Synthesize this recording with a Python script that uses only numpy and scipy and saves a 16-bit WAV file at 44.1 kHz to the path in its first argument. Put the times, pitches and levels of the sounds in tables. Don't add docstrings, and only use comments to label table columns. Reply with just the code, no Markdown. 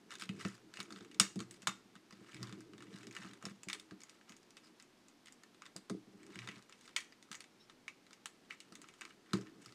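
import sys
import numpy as np
from scipy import signal
from scipy.fft import rfft, irfft
from scipy.io import wavfile

SR = 44100
rng = np.random.default_rng(int(sys.argv[2]) if len(sys.argv) > 2 else 0)


def inscribe(sig):
    pcm = np.round(np.clip(np.atleast_2d(sig).T, -1, 1) * 32767)
    wavfile.write(sys.argv[1], SR, pcm.astype(np.int16))


N = 429534
CONTROL_STEP = 32

# start in seconds, level in dB before the shares,
# pitch in Hz of the larger and of the smaller part, shares in dB of hollow body, panels and sharp edge.
PART_KNOCKS = [(0.1063, -36, 1440, 3470, -14, -16, -21), (0.1156, -37, 2390, 2820, -17, -13, -17.5),
               (0.1294, -41, 1380, 3570, -20, -14, -19), (0.1384, -38.5, 1170, 3570, -17, -13, -15),
               (0.154, -35.5, 1620, 3570, -20, -16, -15), (0.1974, -34, 1790, 3560, -24, -22, -15),
               (0.2114, -33.5, 1790, 5210, -16, -14, -16), (0.2214, -27.5, 1680, 3170, -15, -17, -19),
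               (0.236, -36, 2640, 3430, -23, -17, -19), (0.2914, -32, 2560, 2730, -17, -7, -22),
               (0.3944, -50, 1100, 5850, -14, -10, -14), (0.411, -47.5, 1960, 5250, 1, 3, -7),
               (0.4499, -29, 1730, 2700, -9, -13, -22), (0.4747, -43, 1550, 2770, -6, -17, -26),
               (0.4864, -46, 1460, 4830, -10, -13, -23), (0.5513, -47.5, 1170, 5130, -20, -21, -10),
               (0.7387, -38.5, 1640, 4200, -18, -8, -13), (0.7711, -35, 2630, 2810, -14, -9, -18),
               (0.8023, -28.5, 1210, 3900, -15, -15, -19), (0.8294, -44, 1210, 6720, -12, -15, -13),
               (0.9055, -41, 1280, 3600, -11, -17, -16), (0.924, -35.5, 1310, 4430, -23, -21, -19),
               (0.9607, -39, 1420, 3500, -10, -15, -30), (1.0076, -43, 1630, 3590, -20, -15, -27),
               (1.0475, -45, 1120, 2720, -14, -12, -16), (1.1139, -42.5, 2110, 2750, -20, -13, -19.5),
               (1.1448, -41.5, 2130, 3610, -19, -16, -16), (1.2104, -25, 1310, 8480, -20, -20, -7),
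               (1.358, -40, 1170, 3630, -15, -18, -11), (1.3915, -34, 1250, 4400, -17, -12, -18),
               (1.4032, -31, 1290, 3730, -15, -14, -14), (1.51, -38, 1870, 8170, -31, -18, -11.5),
               (1.62, -40.5, 2700, 2790, -20, -13, -13), (1.6286, -45, 1610, 2720, -11, -15, -15),
               (1.6712, -16, 1274, 3550, -9, -16, -19), (1.6945, -34, 1314, 2730, -10, -12, -20),
               (1.954, -44.5, 1600, 3590, -10, -15, -17.5), (1.9624, -46, 1900, 2840, -11, -15, -25),
               (2.1079, -45.5, 2590, 4920, -6, -14, -15), (2.1254, -41, 1850, 5010, -10, -16, -24),
               (2.3447, -41, 2270, 4790, -14, -12, -13), (2.3664, -45.5, 2280, 3730, -12, -9, -21),
               (2.4291, -31, 1520, 5020, -10, -15, -16), (2.4714, -42, 1190, 3500, -14, -11, -18),
               (2.4934, -45.5, 2310, 5030, -11, -12, -15), (2.5255, -39, 1310, 3580, -15, -17, -18),
               (2.606, -46.5, 1410, 5010, -15, -22, -9), (2.734, -45, 1253, 2730, -11, -13, -28),
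               (2.78, -43.5, 1840, 3570, -14, -17, -17.5), (2.805, -46, 1850, 2720, -6, -7, -17),
               (2.8234, -40, 1320, 2930, -12, -14.5, -19), (2.8679, -50, 1910, 2970, -12, -12, -27),
               (2.929, -48, 1200, 5170, -10, -9, -24), (2.9397, -45, 1590, 4000, -12, -13, -19),
               (2.9592, -43.5, 1570, 4730, -16, -19, -14), (2.9764, -47, 1670, 4010, -10, -16, -17),
               (2.9856, -45.5, 1290, 4650, -13, -18, -15), (3.0315, -44, 1870, 2750, -13, -9, -14),
               (3.0695, -39, 2170, 5080, -17, -14, -15.5), (3.1106, -45, 2200, 6820, -12, -11, -18),
               (3.126, -47, 2160, 4480, -22, -11, -9), (3.1504, -39.5, 2050, 5130, -14, -8, -13),
               (3.1652, -33, 1880, 2760, -9, -9, -18), (3.1864, -44, 2030, 7770, -14, -13, -20),
               (3.2251, -47, 2020, 2770, -10, -10, -18), (3.2474, -44, 1300, 2700, -8, -10, -21),
               (3.3336, -44, 1290, 3620, -17, -15, -12), (3.4251, -50.5, 1290, 5490, -2, 2, -3.5),
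               (3.4534, -29.5, 1130, 5340, -9, -14, -14.5), (3.4974, -49, 2440, 2740, -13, -11, -12),
               (3.6326, -38.5, 2580, 7120, -18, -19, -11.5), (3.686, -30, 2290, 6150, -18, -11, -14),
               (3.699, -27.5, 2130, 3570, -18, -10, -15), (3.7303, -25, 2130, 3530, -21, -13, -14),
               (3.7974, -36.5, 2410, 3550, -28, -19, -12.5), (3.9095, -43, 1530, 4330, -7, -11, -25),
               (4.0048, -45.5, 2420, 4500, -21, -18, -13.5), (4.0172, -43.5, 2170, 5370, -15, -15, -17),
               (4.035, -43, 2050, 6900, -16, -14, -12), (4.0952, -39.5, 2030, 5990, -19, -15, -15.5),
               (4.2118, -51, 1600, 2730, -13, -12, -23), (4.2945, -42, 2050, 6610, -18, -14, -15.5),
               (4.3211, -42.5, 2590, 5390, -19, -14, -16), (4.366, -47.5, 2100, 6750, -24, -20, -15.5),
               (4.4303, -53, 1730, 4930, -17, -18, -14.5), (4.5062, -47, 2620, 5790, -23, -20, -15.5),
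               (4.5685, -38.5, 2500, 3690, -21, -13, -18.5), (4.799, -38.5, 2010, 5020, -25, -20, -24),
               (4.8244, -47, 2660, 7400, -20.5, -15, -14), (5.0837, -48, 1930, 7430, -27, -22, -13),
               (5.2584, -46, 1990, 3140, -18, -14, -12), (5.2704, -40.5, 2440, 3140, -21, -15, -21),
               (5.2826, -42.5, 1810, 3830, -19, -12, -21), (5.3236, -44.5, 1740, 7320, -23, -24, -12),
               (5.435, -44.5, 1800, 4260, -13, -14, -16), (5.5454, -50, 2470, 3800, -17, -14, -15),
               (5.6204, -39, 1290, 2700, -15, -13, -18), (5.655, -40.5, 1970, 3390, -22, -14, -19),
               (5.6624, -38.5, 1550, 3770, -15, -14, -18), (5.7636, -30.5, 1660, 4940, -21, -23, -13),
               (5.8975, -31, 1220, 4240, -10, -18, -15), (6.231, -50.5, 2250, 8130, -12, -9, -17),
               (6.2654, -51, 1200, 5250, -13, -7, -10), (6.3044, -48, 1170, 3810, -13, -15, -19),
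               (6.3568, -41.5, 2180, 3070, -10, -8, -13.5), (6.3895, -34, 2110, 4090, -15, -7, -19),
               (6.4184, -42, 2100, 2720, -15, -8, -28), (6.4742, -35.5, 1250, 3550, -9, -7, -16),
               (6.4877, -32.5, 2060, 2700, -14, -6, -19), (6.5122, -41, 2240, 2720, -13, -11, -23),
               (6.5804, -51, 1180, 4580, -12, -14, -16), (6.6243, -48.5, 2460, 4070, -21, -18, -12),
               (6.6952, -52.5, 1260, 7380, -10, -3, -8), (6.7245, -39.5, 2460, 2700, -19, -11, -17),
               (6.8104, -49.5, 2330, 4000, -19, -18, -9), (6.8773, -40, 1420, 4140, -14, -15, -22),
               (6.8922, -46, 1380, 3140, -12, -16, -21), (6.9629, -16.5, 2305, 3150, -22, -13, -18.5),
               (7.0042, -38, 2150, 3150, -21, -13, -11.5), (7.0454, -47, 2330, 3100, -21, -20, -19),
               (7.123, -46, 2160, 4940, -12, -8, -29), (7.226, -45, 2020, 3600, -18, -16, -13.5),
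               (7.3149, -29.5, 1540, 3010, -17, -19, -16), (7.3278, -33, 1460, 4330, -16, -15, -16),
               (7.3446, -39, 1960, 2940, -13, -11, -16), (7.3517, -38, 1990, 6940, -15, -12, -11),
               (7.4051, -36, 2580, 4470, -18, -15, -13), (7.441, -43.5, 2180, 3970, -16, -12, -18),
               (7.6976, -40.5, 1436, 3840, -14, -16, -29), (7.8805, -33, 2300, 2990, -16, -8, -18.5),
               (8.0661, -51, 1950, 3970, -14, -11, -19), (8.108, -46, 1260, 3750, -18, -16, -20),
               (8.1308, -40, 1950, 5630, -21, -15, -18), (8.2574, -28.5, 1420, 3130, -14, -16, -12),
               (8.5071, -34, 2220, 2700, -17, -6, -28), (8.5234, -48, 1265, 3180, -11, -12, -17),
               (8.6033, -34, 2180, 2830, -27, -17, -17.5), (8.7228, -43, 1260, 4500, -14, -16, -12),
               (8.754, -40, 1960, 3600, -17, -16, -10), (8.8166, -41, 2290, 7110, -16, -18, -14),
               (8.8416, -44, 1420, 2750, -8, -15, -29), (8.8865, -42, 2380, 2790, -16, -11, -15),
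               (8.9386, -46, 1440, 3080, -13, -15, -17), (9.0103, -38, 2700, 4170, -8.5, -10, -10),
               (9.0168, -34, 1630, 2950, -9, -14, -27), (9.0518, -36.5, 2310, 4650, -14, -13, -20),
               (9.1062, -48, 1640, 2920, -10, -12, -24.5), (9.2607, -54, 1790, 2930, -13, -12, -19),
               (9.333, -22, 1240, 4130, -12, -18, -17.5), (9.3718, -44, 1770, 4810, -12, -18, -14),
               (9.4115, -46.5, 1760, 5450, -14, -19, -11), (9.469, -47, 1890, 2840, -13, -8, -26),
               (9.621, -54, 2410, 3180, -11, -11, -4.5), (9.6598, -38.5, 1280, 5290, -21, -20, -12.5),
               (9.723, -44.5, 1340, 4220, -19, -18, -20), (1.1992, -9, 1300, 5400, -24, -26, -24),
               (1.1983, -5, 2900, 9100, -34, -32, -15), (1.2003, -14, 2900, 5400, -22, -18, -24),
               (1.6735, -23, 2840, 3600, -19, -16, -20), (1.6752, -23, 1300, 7200, -14, -20, -14),
               (6.9652, -22, 2250, 7400, -26, -12, -18), (9.336, -28, 2800, 4250, -23, -20, -22)]
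# start in seconds, level in dB of the main modes,
# then shares in dB of the lowest, the upper and the top modes, relative to that level.
TABLE_BUMPS = [(0.217, -51.5, -24, -6, -16), (0.293, -35, -16, -19, -30), (0.339, -44, -11, -13, -31),
               (0.451, -33.5, -19, -9, -14), (0.785, -43, -24, -10, -20), (0.91, -46, -23, -9, -19),
               (0.933, -46.5, -27, -5, -17), (1.006, -47.5, -29, -4.5, -25), (1.204, -34, -19, -14, -15),
               (1.358, -31, -15, -14.5, -26), (1.401, -37, -15, -10.5, -24), (1.628, -51.5, -16, -17, -12),
               (1.676, -39.5, -19, -10, -15), (1.844, -54, -19, -11.5, -23), (1.955, -53, -18, -13, -22),
               (2.121, -50, -23, -12, -13), (2.211, -54.5, -24, -2, -14), (2.337, -53, -2, -15, -15),
               (2.407, -45, -13, -11, -18), (2.523, -43, -12, -11, -22), (2.578, -48, -12, -10, -23),
               (2.88, -52, -20, -16, -21), (2.942, -46.5, -18, -14, -24), (3.07, -45, -16, -7, -20),
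               (3.188, -49, -20, -9, -15), (3.245, -43, -25, -14, -20), (3.299, -48, -21, -13.5, -25),
               (3.438, -48, -18, -8, -7), (3.462, -45, -22, -7, -9), (3.509, -47.5, -18, -15, -21),
               (3.667, -46.5, -19, -7.5, -17), (3.916, -46.5, -21, -5, -17), (4.297, -54.5, -19, -7, -15),
               (5.759, -49, -31, -5.5, -6), (5.901, -29, -19, -8.5, -20), (6.068, -51.5, -25, -4.5, -22),
               (6.138, -52.5, -10, -9.5, -19), (6.358, -46, -11, -11, -17), (6.482, -49, -10, -8, -10),
               (6.562, -49.5, -15, -12, -20), (7.306, -54.5, -16, -11, -18), (8.717, -55.5, -21, -3.5, -11),
               (5.944, -43, -18, 2, -22), (9.334, -26, -13, -9, -22), (9.385, -45, -13, -1, -23)]
# frequency in Hz, strength in dB, t60 in seconds.
PLASTIC_MODES = [(1050, -5, 0.03), (1300, 5, 0.016), (1590, 3, 0.017), (1800, -2, 0.035), (1994, -2, 0.033),
                 (2250, 4, 0.015), (2590, -5, 0.042), (2878, -2.5, 0.035), (3190, -0.5, 0.016),
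                 (3600, 1.5, 0.014), (4000, -1.5, 0.02), (4400, -2, 0.022), (4900, 1, 0.014),
                 (5400, 2.5, 0.0094), (5910, -1, 0.016), (6724, 9, 0.004), (6900, -1.5, 0.002),
                 (7300, 0.5, 0.0066), (8000, 4, 0.007), (8756, -2, 0.0095), (9650, -4.5, 0.0066),
                 (9475, -14, 0.0067), (10410, -5.5, .004), (11600, -25.5, 0.011), (13000, -17.5, .004),
                 (14600, -43, .004)]
# frequency in Hz, strength in dB, t60 in seconds.
TABLE_LOWEST = [(120.5, 2, 0.22), (155, -9, .14)]
TABLE_BODY = [(181, -11, 0.16), (194.8, -0.5, 0.17), (227.7, -7.5, 0.14)]
TABLE_UPPER = [(253, -4.5, 0.072), (289, -5.5, 0.18), (314.3, 0.5, 0.21), (348.6, 0.5, 0.14),
               (402, -4.5, 0.14), (440, -6.5, 0.11)]


def clicks():
    colour_hz = [1250, 2300, 4500, 8200]
    body_db, panel_db, edge_db = -1.5, -3, 1.5
    middle_db = -16
    part_db, part_octaves = 3, .35
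    peak_db, peak_octaves = 7, .069
    rows = np.r_[np.array(PART_KNOCKS), ticks()]
    start_s, level_db, pitch_hz = rows[:, 0], rows[:, 1:2], rows[:, 2:4]
    middle = np.full(len(rows), middle_db)
    shares = np.c_[rows[:, 4] + body_db, rows[:, 5] + panel_db, middle, rows[:, 6] + edge_db]

    octave = np.log2(np.array(PLASTIC_MODES)[:, 0])
    colour_db = np.array([np.interp(octave, np.log2(colour_hz), row) for row in shares])
    away = np.min(abs(octave - np.log2(pitch_hz[:, :, None])), axis=1)
    broad_db = part_db * np.exp(-(away / part_octaves) ** 2)
    narrow_db = peak_db * np.exp(-(away / peak_octaves) ** 2)
    mode_db = level_db + colour_db + broad_db + narrow_db

    direct = strike(start_s, mode_db - 4.0, PLASTIC_MODES, spread_db=1.0, chatter_s=.0016, count=3)
    damped = [(hz, db, .55 * t60) for hz, db, t60 in PLASTIC_MODES]
    all_round = strike(start_s, mode_db - .1, damped, spread_db=0.3, chatter_s=.0008, count=1)
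    low_cut = signal.butter(3, 915, "high", fs=SR, output="sos")
    return signal.sosfilt(low_cut, [direct, all_round])


def ticks():
    per_s, above_rub_db, spread_db = 20, 12.5, 2.5
    chance = rng.random((int(per_s * N / SR), 3))
    scatter = rng.standard_normal((len(chance), 4))
    at = (chance[:, 0] * N).astype(int)
    rub_db, _ = strokes()
    level_db = rub_db[at // CONTROL_STEP] + above_rub_db + spread_db * scatter[:, 0]
    pitch_hz = [1200, 2800] * 2 ** ([1.1, 1.5] * chance[:, 1:])
    shares_db = np.add([-13, -12, -24], 5 * scatter[:, 1:])
    return np.c_[at / SR, level_db, pitch_hz, shares_db]


def bumps():
    # frequency in Hz, strength in dB, t60 in seconds.
    table_top = [(506, -6, 0.12), (603, -8, 0.035), (672.5, -1, .06), (796, -4, 0.036)]
    s, main_db, low_db, high_db, top_db = np.array(TABLE_BUMPS).T[:, :, None]
    start_s = s[:, 0]
    low = strike(start_s, main_db + low_db, TABLE_LOWEST, spread_db=0.3, chatter_s=0.019, count=1)
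    main = strike(start_s, main_db, TABLE_BODY, spread_db=1.6, chatter_s=0.007, count=1)
    high = strike(start_s, main_db + high_db - 3, TABLE_UPPER, spread_db=1.0, chatter_s=.012, count=1)
    top = strike(start_s, main_db + top_db + 3, table_top, spread_db=1.0, chatter_s=.005, count=1)
    heavy = signal.butter(2, 260, fs=SR, output="sos")
    soft = signal.butter(2, 1000, fs=SR, output="sos")
    return signal.sosfilt(heavy, low + main) + signal.sosfilt(soft, high + top)


def handling():
    bright_db, rub_db, drag_db, lean_db = busy()
    uneven_rub_db = rub_db + 3.0 * slips(120) + 2.5 * slips(25)
    rub = scrape(PLASTIC_MODES, uneven_rub_db, bright_db, per_s=13000, size_db=3.5)
    drag = scrape(TABLE_BODY + TABLE_UPPER, drag_db + 3.4 * slips(5), tilt_db=2.5, per_s=500, size_db=3.5)
    lean = scrape(TABLE_LOWEST, lean_db + 2.5 * slips(5), tilt_db=3, per_s=180, size_db=1.5)
    return rub + drag + lean


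def busy():
    # time in seconds, drag in dB, lean on the lowest modes in dB.
    weight = [(0, -69, -88), (.25, -70, -87), (.42, -57, -56), (.6, -69, -83), (.9, -61, -78),
              (1.4, -67, -68), (1.9, -73.5, -87), (2.3, -68, -78), (2.42, -59, -51), (2.6, -64.5, -71),
              (3.3, -65, -73), (3.9, -72, -89.5), (4.3, -80, -91), (4.66, -71.5, -96), (4.9, -88.5, -94.5),
              (5.8, -86, -88), (6.199, -68, -83), (6.45, -63.5, -61), (6.7, -80.5, -89), (8.6, -85.5, -90),
              (8.85, -66, -95), (9.2, -71.5, -94.5), (9.6, -60.5, -75.5), (9.74, -66, -72)]
    lean_share_db = -5.5
    s, *columns = np.transpose(weight)
    drag, lean = [from_db(2 * np.interp(control_times(), s, c)) for c in columns]
    stroke_db, bright_db = strokes()
    slide = after(np.array(PART_KNOCKS), share_db=-32.5, t60=.2)
    settle = after(np.array(TABLE_BUMPS), share_db=-20.5, t60=0.28)
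    rub = from_db(2 * stroke_db) + slide
    levels = 10 * np.log10([rub, drag + settle, lean + from_db(2 * lean_share_db) * settle])
    return [np.interp(np.arange(N) / SR, control_times(), c) for c in (bright_db, *levels)]


def strokes():
    # strongest moment in seconds, length in seconds,
    # rub of the plastic parts in dB, brightness of the rub in dB per octave.
    moves = [(0.133, 0.041, -58, -3.5), (0.225, 0.043, -55, 0.5), (.46, .13, -57, -1),
             (0.81, 0.091, -60, -1.5), (.95, 0.15, -66.5, -2), (1.542, 0.042, -65, 2), (2.4, 0.31, -65, -2),
             (2.983, 0.21, -66, -1), (3.237, 0.15, -60, -2.5), (3.472, 0.073, -63, -2),
             (3.748, .08, -68, -1), (4.095, 0.11, -70.5, -2), (4.306, 0.057, -70, -3),
             (4.666, 0.057, -69.5, 0.5), (5.65, 0.065, -71, -6), (6.436, 0.27, -64, -2.5),
             (6.85, 0.11, -69.5, 1), (8.53, 0.055, -65.5, -1), (8.84, .2, -73.5, -1),
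             (9.044, 0.11, -67, -0.5), (9.419, 0.18, -67.5, -4), (9.671, .1, -68, 0)]
    rest_db = -86.5
    s, length, level_db, bright_db = np.array(moves).T[:, :, None]
    power = from_db(2 * level_db) * np.exp(-(2 * (control_times() - s) / length) ** 2)
    total = power.sum(axis=0) + from_db(2 * rest_db)
    brightness = (power * bright_db).sum(axis=0) / total
    return 10 * np.log10(total), brightness


def after(rows, share_db, t60):
    kick = np.zeros(len(control_times()))
    at = (rows[:, 0] * SR / CONTROL_STEP).astype(int)
    np.add.at(kick, at, from_db(2 * (rows[:, 1] + share_db)))
    decay = from_db(-2 * 60 * CONTROL_STEP / (t60 * SR))
    return signal.lfilter([1], [1, -decay], kick)


def control_times():
    return np.arange(0, N, CONTROL_STEP) / SR


def slips(per_s):
    r = np.exp(-2 * np.pi * per_s / SR)
    return rms_one(signal.lfilter([1], [1, -2 * r, r * r], rng.standard_normal(N)))


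def squeak():
    # start of the hold in seconds, its length in seconds,
    # level in dB, pitch in Hz.
    squeaks = [(4.64, .04, -70, 4967), (7.6, .05, -73, 5400), (7.605, 0.016, -68, 3850)]
    edge_s, t60_s = .015, .018
    out = np.zeros(N)
    for s, length, level_db, hz in squeaks:
        corners = [s - edge_s, s, s + length, s + length + edge_s]
        swell = np.interp(np.arange(N) / SR, corners, [0, 1, 1, 0])
        tone = rms_one(ring(rng.standard_normal(N), hz, t60_s))
        out += from_db(level_db) * swell ** 2 * tone
    return out


def strike(times, level_db, modes, spread_db, chatter_s, count):
    shape = (len(times), len(modes))
    gain = from_db(level_db + np.array(modes)[:, 1] + spread_db * rng.standard_normal(shape))
    late = rng.exponential(1, shape + (count,))
    late[..., 0] = rng.random(shape) / 2
    contact = rng.choice([-1, 1], late.shape) * np.exp(-late / 2)
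    contact[..., 1:] *= .5
    out = np.zeros(N)
    for k, (hz, _, t60) in enumerate(modes):
        force = np.zeros(N)
        at = ((times[:, None] + chatter_s * late[:, k]) * SR).astype(int)
        np.add.at(force, np.clip(at, 0, N - 1), gain[:, k, None] * contact[:, k])
        out += ring(force, hz, t60)
    return out


def scrape(modes, level_db, tilt_db, per_s, size_db):
    sizes = from_db(size_db * np.minimum(rng.exponential(1, N), 4)) * rng.choice([-1, 1], N)
    grains = sizes * (rng.random(N) < per_s / SR)
    dealt = rng.integers(0, len(modes), N)
    pivot_hz = modes[len(modes) // 3][0]
    plain, tilted = np.zeros(N), np.zeros(N)
    for k, (hz, db, t60) in enumerate(modes):
        ringing = from_db(db) * ring(grains * (dealt == k), hz, t60)
        plain += ringing
        tilted += ringing * from_db(tilt_db * np.log2(hz / pivot_hz))
    return from_db(level_db) * tilted / np.std(plain)


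def ring(force, hz, t60):
    r, w = from_db(-60 / (t60 * SR)), 2 * np.pi * hz / SR
    return signal.lfilter([0, np.sin(w)], [1, -2 * r * np.cos(w), r * r], force + 1e-18)


def from_db(db):
    return np.exp(np.asarray(db) * (np.log(10) / 20))


def rms_one(x):
    return x / np.sqrt(np.mean(x ** 2) + 1e-20)


def room(x):
    # t60 in seconds, strength in dB.
    echoes = [(0.069, -7), (.3, -13.5)]
    t = np.arange(int(.6 * SR)) / SR
    shape = np.zeros(len(t))
    for t60, db in echoes:
        slope = from_db(-60 * t / t60)
        shape += from_db(db) * slope / np.sqrt(np.sum(slope ** 2))
    tail = rng.standard_normal(len(t)) * shape * (t > .003)
    tail = signal.sosfilt(signal.butter(1, 14000, fs=SR, output="sos"), tail)
    return signal.fftconvolve(x, tail)[:N]


def floor():
    # frequency in Hz, relative density in dB per Hz.
    noise_colour = [(12, -21.5), (20, 0), (31, -20.5), (53, -23), (113, -7), (241, 4.5), (357, 1.5),
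                    (574, -7), (780, -7.5), (1860, -11.5), (3340, -13.5), (5230, -15.5), (7950, -22),
                    (13500, -30), (16000, -46)]
    level_db = -67.5
    colour_hz, colour_db = np.array(noise_colour).T
    hz = np.maximum(np.arange(N // 2 + 1) * SR / N, 1)
    colour = from_db(np.interp(np.log(hz), np.log(colour_hz), colour_db))
    noise = irfft(rfft(rng.standard_normal(N)) * colour, N)
    return from_db(level_db) * rms_one(noise)


def scene():
    direct, all_round = clicks()
    played = direct + room(all_round) + bumps() + handling() + squeak()
    thin = signal.sosfilt(signal.butter(4, 101, "high", fs=SR, output="sos"), played)
    return (thin + floor())[None]


def record(dry):
    return signal.sosfilt(signal.cheby2(12, 60, 16500, fs=SR, output="sos"), dry)


dry = scene()
out = record(dry)
inscribe(out)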